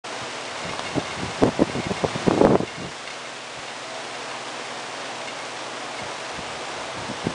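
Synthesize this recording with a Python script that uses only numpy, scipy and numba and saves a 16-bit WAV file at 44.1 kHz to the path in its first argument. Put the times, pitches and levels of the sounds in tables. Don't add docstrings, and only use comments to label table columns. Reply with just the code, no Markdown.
import sys
import numpy as np
from scipy import signal
from scipy.fft import rfft, irfft
from scipy.io import wavfile
from scipy.ndimage import uniform_filter1d
from numba import njit

SR = 44100
rng = np.random.default_rng(int(sys.argv[2]) if len(sys.argv) > 2 else 0)


def int16_out(signal):
    q = np.round(np.clip(np.atleast_2d(signal).T, -1, 1) * 32767)
    wavfile.write(sys.argv[1], SR, q.astype(np.int16))


N = 323694
TIME = np.arange(N) / SR

# (time [s], level [dB], boost of low roar and hum [dB])
RAIN_LEVELS = [(0, -32.5, 0.5), (1.0, -32.5, 1), (2.3, -31, 1), (3.45, -34.3, -0.5), (4.2, -33.5, 0.6),
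               (7.3, -33.5, 1.4)]


def undb(db):
    return 10 ** (np.asarray(db) / 20)


def unit(x):
    return x / np.sqrt(np.mean(x ** 2))


def add(out, start_s, sound):
    i = max(int(start_s * SR), 0)
    out[i:i + len(sound)] += sound[:max(N - i, 0)]


def along(curve):
    times_s, *columns = np.transpose(curve)
    return [np.interp(TIME, times_s, column) for column in columns]


def walk(per_s):
    step = int(SR / per_s)
    held = np.repeat(rng.standard_normal(N // step + 1), step)
    return unit(uniform_filter1d(uniform_filter1d(held, step), step)[:N])


def impacts(per_s, spread_db):
    hit = rng.random(N) < per_s / SR
    size = undb(spread_db * np.minimum(rng.exponential(size=N), 4))
    return hit * size * rng.choice([-1, 1], N)


def colour(x, points):
    hz, db = np.transpose(points)
    bins_hz = np.maximum(np.arange(N // 2 + 1) * SR / N, 1)
    return irfft(rfft(x) * undb(np.interp(np.log(bins_hz), np.log(hz), db)), N)


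def band(x, hz, kind, order=2):
    return signal.sosfilt(signal.butter(order, hz, kind, fs=SR, output="sos"), x)


@njit
def moving_lowpass(x, hz, damping):
    y, band_state, low_state = np.empty(len(x)), 0., 0.
    for i in range(len(x)):
        g = np.tan(np.pi * hz[i] / SR)
        bandpass = (band_state + g * (x[i] - low_state)) / (1 + g * (g + damping))
        y[i] = low_state + g * bandpass
        band_state, low_state = 2 * bandpass - band_state, 2 * y[i] - low_state
    return y


@njit
def follower(x, attack_s, release_s):
    y, level = np.empty(len(x)), 0.
    for i in range(len(x)):
        level += (x[i] - level) / (SR * (attack_s if x[i] > level else release_s))
        y[i] = level
    return y


def rain():
    # (frequency [Hz], gain [dB])
    spectrum = [(30, -37), (65, -31), (100, -23.5), (200, -16), (260, -6.5), (450, -5), (680, -2.5),
                (1050, -3.5), (1350, -6), (2500, -8.5), (3600, -11), (4400, -13.5), (5500, -15),
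                (8000, -20.5), (10000, -26)]
    level_db, roar_db = along(RAIN_LEVELS)
    wash = rng.standard_normal(N) * undb(0.3 * walk(14))
    drops = impacts(per_s=900, spread_db=3.5)
    spray_s = .0016
    spray_power = signal.lfilter([1], [1, -np.exp(-1 / (spray_s * SR))], drops ** 2)
    spray = np.sqrt(spray_power) * rng.standard_normal(N)
    patter = band(unit(drops) + undb(4) * unit(spray), 1500, "high", order=1)
    sound = unit(colour(wash + undb(-6) * unit(patter), spectrum))
    roar = colour(sound, [(900, 6.5), (1700, -5.5), (3500, -31)])
    return (sound + (undb(roar_db) - 1) * roar) * undb(level_db)


def motor():
    # (frequency [Hz], base level [dB])
    lines = [(80.8, -81), (120, -58.5), (136.7, -60.5), (161.5, -62), (241.5, -55.5), (485, -52.5),
             (566, -55), (647, -48.5), (728, -50.5), (745, -58), (810, -56)]
    # (centre [s], length [s], level [dB])
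    swells = [(3.94, 0.21, -40)]
    out = np.zeros(N)
    strongest_hz = max(lines, key=lambda line: line[1])[0]
    for hz, db in lines:
        waver = hz / 650
        phase = 2 * np.pi * np.cumsum(hz * (1 + 0.00404 * waver * walk(12))) / SR
        level = undb(db - waver + 1.6 * waver * walk(7))
        if hz == strongest_hz:
            for centre_s, length_s, swell_db in swells:
                swell = undb(swell_db) * np.exp(-(2 * (TIME - centre_s) / length_s) ** 4)
                level = np.maximum(level, swell)
        out += np.sqrt(2) * np.sin(phase) * level
    _, boost_db = along(RAIN_LEVELS)
    return out * undb(boost_db)


def breeze():
    # (start [s], end [s], stir [dB], added drops [1/s])
    spells = [(.5, 2.9, -49.5, 30), (6.35, 7.4, -52, 4)]
    stir, drops_per_s = undb(-77.5), 3
    for start_s, end_s, db, per_s in spells:
        blowing = uniform_filter1d(1. 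* ((TIME > start_s) & (TIME < end_s)), SR // 10)
        stir = stir + undb(db) * blowing
        drops_per_s = drops_per_s + per_s * blowing
    return stir, drops_per_s


def wind_force():
    # (start [s], hold [s], level [dB])
    gusts = [(0.215, 0.018, -36.5), (0.649, 0.066, -38), (0.958, 0.036, -24.5), (1.174, 0.13, -36.5),
             (1.422, 0.07, -19), (1.605, .03, -19.5), (1.678, 0.023, -29.5), (1.753, 0.048, -26),
             (1.865, 0.0049, -24), (1.905, 0.015, -25), (2.03, 0.032, -24.5), (2.152, 0.0096, -30.5),
             (2.269, 0.018, -21), (2.305, 0.088, -22.5), (2.411, 0.1533, -14), (2.604, 0.034, -22.5),
             (2.775, 0.12, -35.5), (3.574, 0.017, -42), (6.017, .045, -41), (6.383, 0.012, -33),
             (6.959, 0.1, -41.5), (7.088, 0.032, -35.5), (7.245, 0.069, -36)]
    attack_s, release_s, wake_s = .003, .0033, .13
    force = np.zeros(N)
    for start_s, hold_s, db in gusts:
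        early_s = np.maximum(start_s - TIME, 0)
        late_s = np.maximum(TIME - start_s - hold_s, 0)
        force += undb(db) * np.exp(-early_s / attack_s - late_s / release_s)
    wake = undb(-13.5) * uniform_filter1d(force, int(wake_s * SR))
    stir = breeze()[0] * undb(4 * walk(22))
    flutter = undb(2.45 * walk(130))
    return force * flutter + wake + stir


def turbulence(force):
    corner_hz = np.clip(480 * (force / undb(-11.5)) ** 0.28, 80, 620)
    churn = moving_lowpass(rng.standard_normal(N), corner_hz, damping=1.0)
    churn = band(churn / np.sqrt(corner_hz), 1450, "low")
    slow_swirls = moving_lowpass(churn, corner_hz / 2, damping=np.sqrt(2))
    churn = band(churn - slow_swirls, 70, "high", order=3)
    churn /= np.sqrt(uniform_filter1d(churn ** 2, SR // 40))
    return band(force * churn, 45, "high")


def eddy(db, hz):
    overload_db, crack_s = 0.5, 0.00022
    t = TIME[:SR // 50] - 0.01
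    phase = 2 * np.pi * hz * t
    swing = undb(db) * phase * np.exp((1 - phase ** 2) / 2)
    overload = max(undb(db) - undb(overload_db), 0)
    crack = 0.9 * overload * np.sign(t) * np.exp(-np.abs(t) / crack_s)
    return swing + crack


def eddies(force):
    # (centre [s], level [dB], frequency [Hz])
    thumps = [(0.9821, -10.5, 282), (1.234, -18.5, 215), (1.4357, 2.5, 398), (1.5946, -8, 380),
              (1.6218, 0.5, 330), (2.0405, -9.5, 520), (2.0479, -5, 400), (2.2821, -2, 270),
              (2.3104, -3.5, 650), (2.378, -8.5, 470), (2.4395, -3, 280), (2.4507, 4.5, 420),
              (2.4703, 0, 650), (2.5346, -6, 550), (2.555, -0.5, 670), (7.1027, -24, 220),
              (7.27, -10.5, 232)]
    arrivals = undb(5) * force * impacts(per_s=55, spread_db=0.7)
    out = signal.fftconvolve(arrivals, eddy(db=0, hz=440), "same")
    for centre_s, db, hz in thumps:
        thump = eddy(db, hz)
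        add(out, centre_s - len(thump) / SR / 2, thump)
    return band(out, 84, "high")


def slat():
    # (frequency [Hz], level [dB], t60 [s])
    modes = [(1596, -3.5, 0.047), (2163, 3, 0.086), (2795, 1, 0.054), (3620, -5.5, 0.074),
             (3640, -13.5, .05), (4270, -12, .06), (4360, -7.5, .06), (5200, -11.5, .045),
             (5060, -19.5, 0.033), (5870, -19.5, .05), (7900, -17, .04)]
    # (time [s], level [dB])
    drips = [(.693, -29.5), (.734, -31), (.853, -26), (.99, -32), (1.05, -32), (1.11, -27.5), (1.839, -25),
             (1.966, -27), (2.106, -30), (2.675, -21), (3.075, -26.5), (3.105, -26), (5.275, -26),
             (5.391, -32.5)]
    splash_rise_s, splash_decay_s = 0.0013, 0.019
    t = TIME[:SR // 4]
    hits = undb(-36.5) * impacts(per_s=breeze()[1], spread_db=0.5)
    for time_s, db in drips:
        add(hits, time_s, [undb(db)])
    spray = (np.exp(-t / splash_decay_s) - np.exp(-t / splash_rise_s)) ** 2
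    splash_power = np.abs(signal.fftconvolve(hits ** 2, spray / spray.sum())[:N])
    splash = np.sqrt(splash_power) * rng.standard_normal(N)
    response = sum(undb(db - 60 * t / t60_s) * np.sin(2 * np.pi * hz * t) for hz, db, t60_s in modes)
    ring = signal.fftconvolve(undb(-8.5) * hits + undb(-10) * splash, response)[:N]
    rattle = undb(3.5 * walk(220))
    return ring * rattle + undb(19.5) * band(splash, [1400, 5000], "band")


def frame_taps():
    # (time [s], level [dB], frequency [Hz])
    taps = [(0.7348, -20, 1160), (.739, -24, 900), (0.794, -14, 1090)]
    decay_s = 0.0013
    out, t = np.zeros(N), TIME[:SR // 20]
    for time_s, db, hz in taps:
        knock = np.sin(2 * np.pi * hz * t) + 0.82 * rng.standard_normal(len(t))
        add(out, time_s, undb(db) * knock * np.exp(-t / decay_s))
    return band(out, 4800, "low")


def scene():
    force = wind_force()
    mix = rain() + motor() + turbulence(force) + eddies(force) + slat() + frame_taps()
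    return np.tile(mix, (2, 1))


def record(dry):
    threshold_db, ceiling, top_hz = -17, 0.72, 9950
    open_s, fade_s = 0.036, 0.009
    x = dry[0]
    rms = np.sqrt(np.abs(uniform_filter1d(x ** 2, SR // 100)))
    excess = np.maximum(rms / undb(threshold_db) - 1, 0)
    x = x / (1 + 0.74 * follower(excess, attack_s=0.073, release_s=0.38))
    x = x / (1 + (x / ceiling) ** 10) ** (1 / 10)
    x = x * np.clip((TIME - open_s) / fade_s, 0, 1) ** 3
    x = signal.sosfilt(signal.ellip(12, .1, 70, top_hz, fs=SR, output="sos"), x)
    return np.tile(x, (2, 1))


dry = scene()
out = record(dry)
int16_out(out)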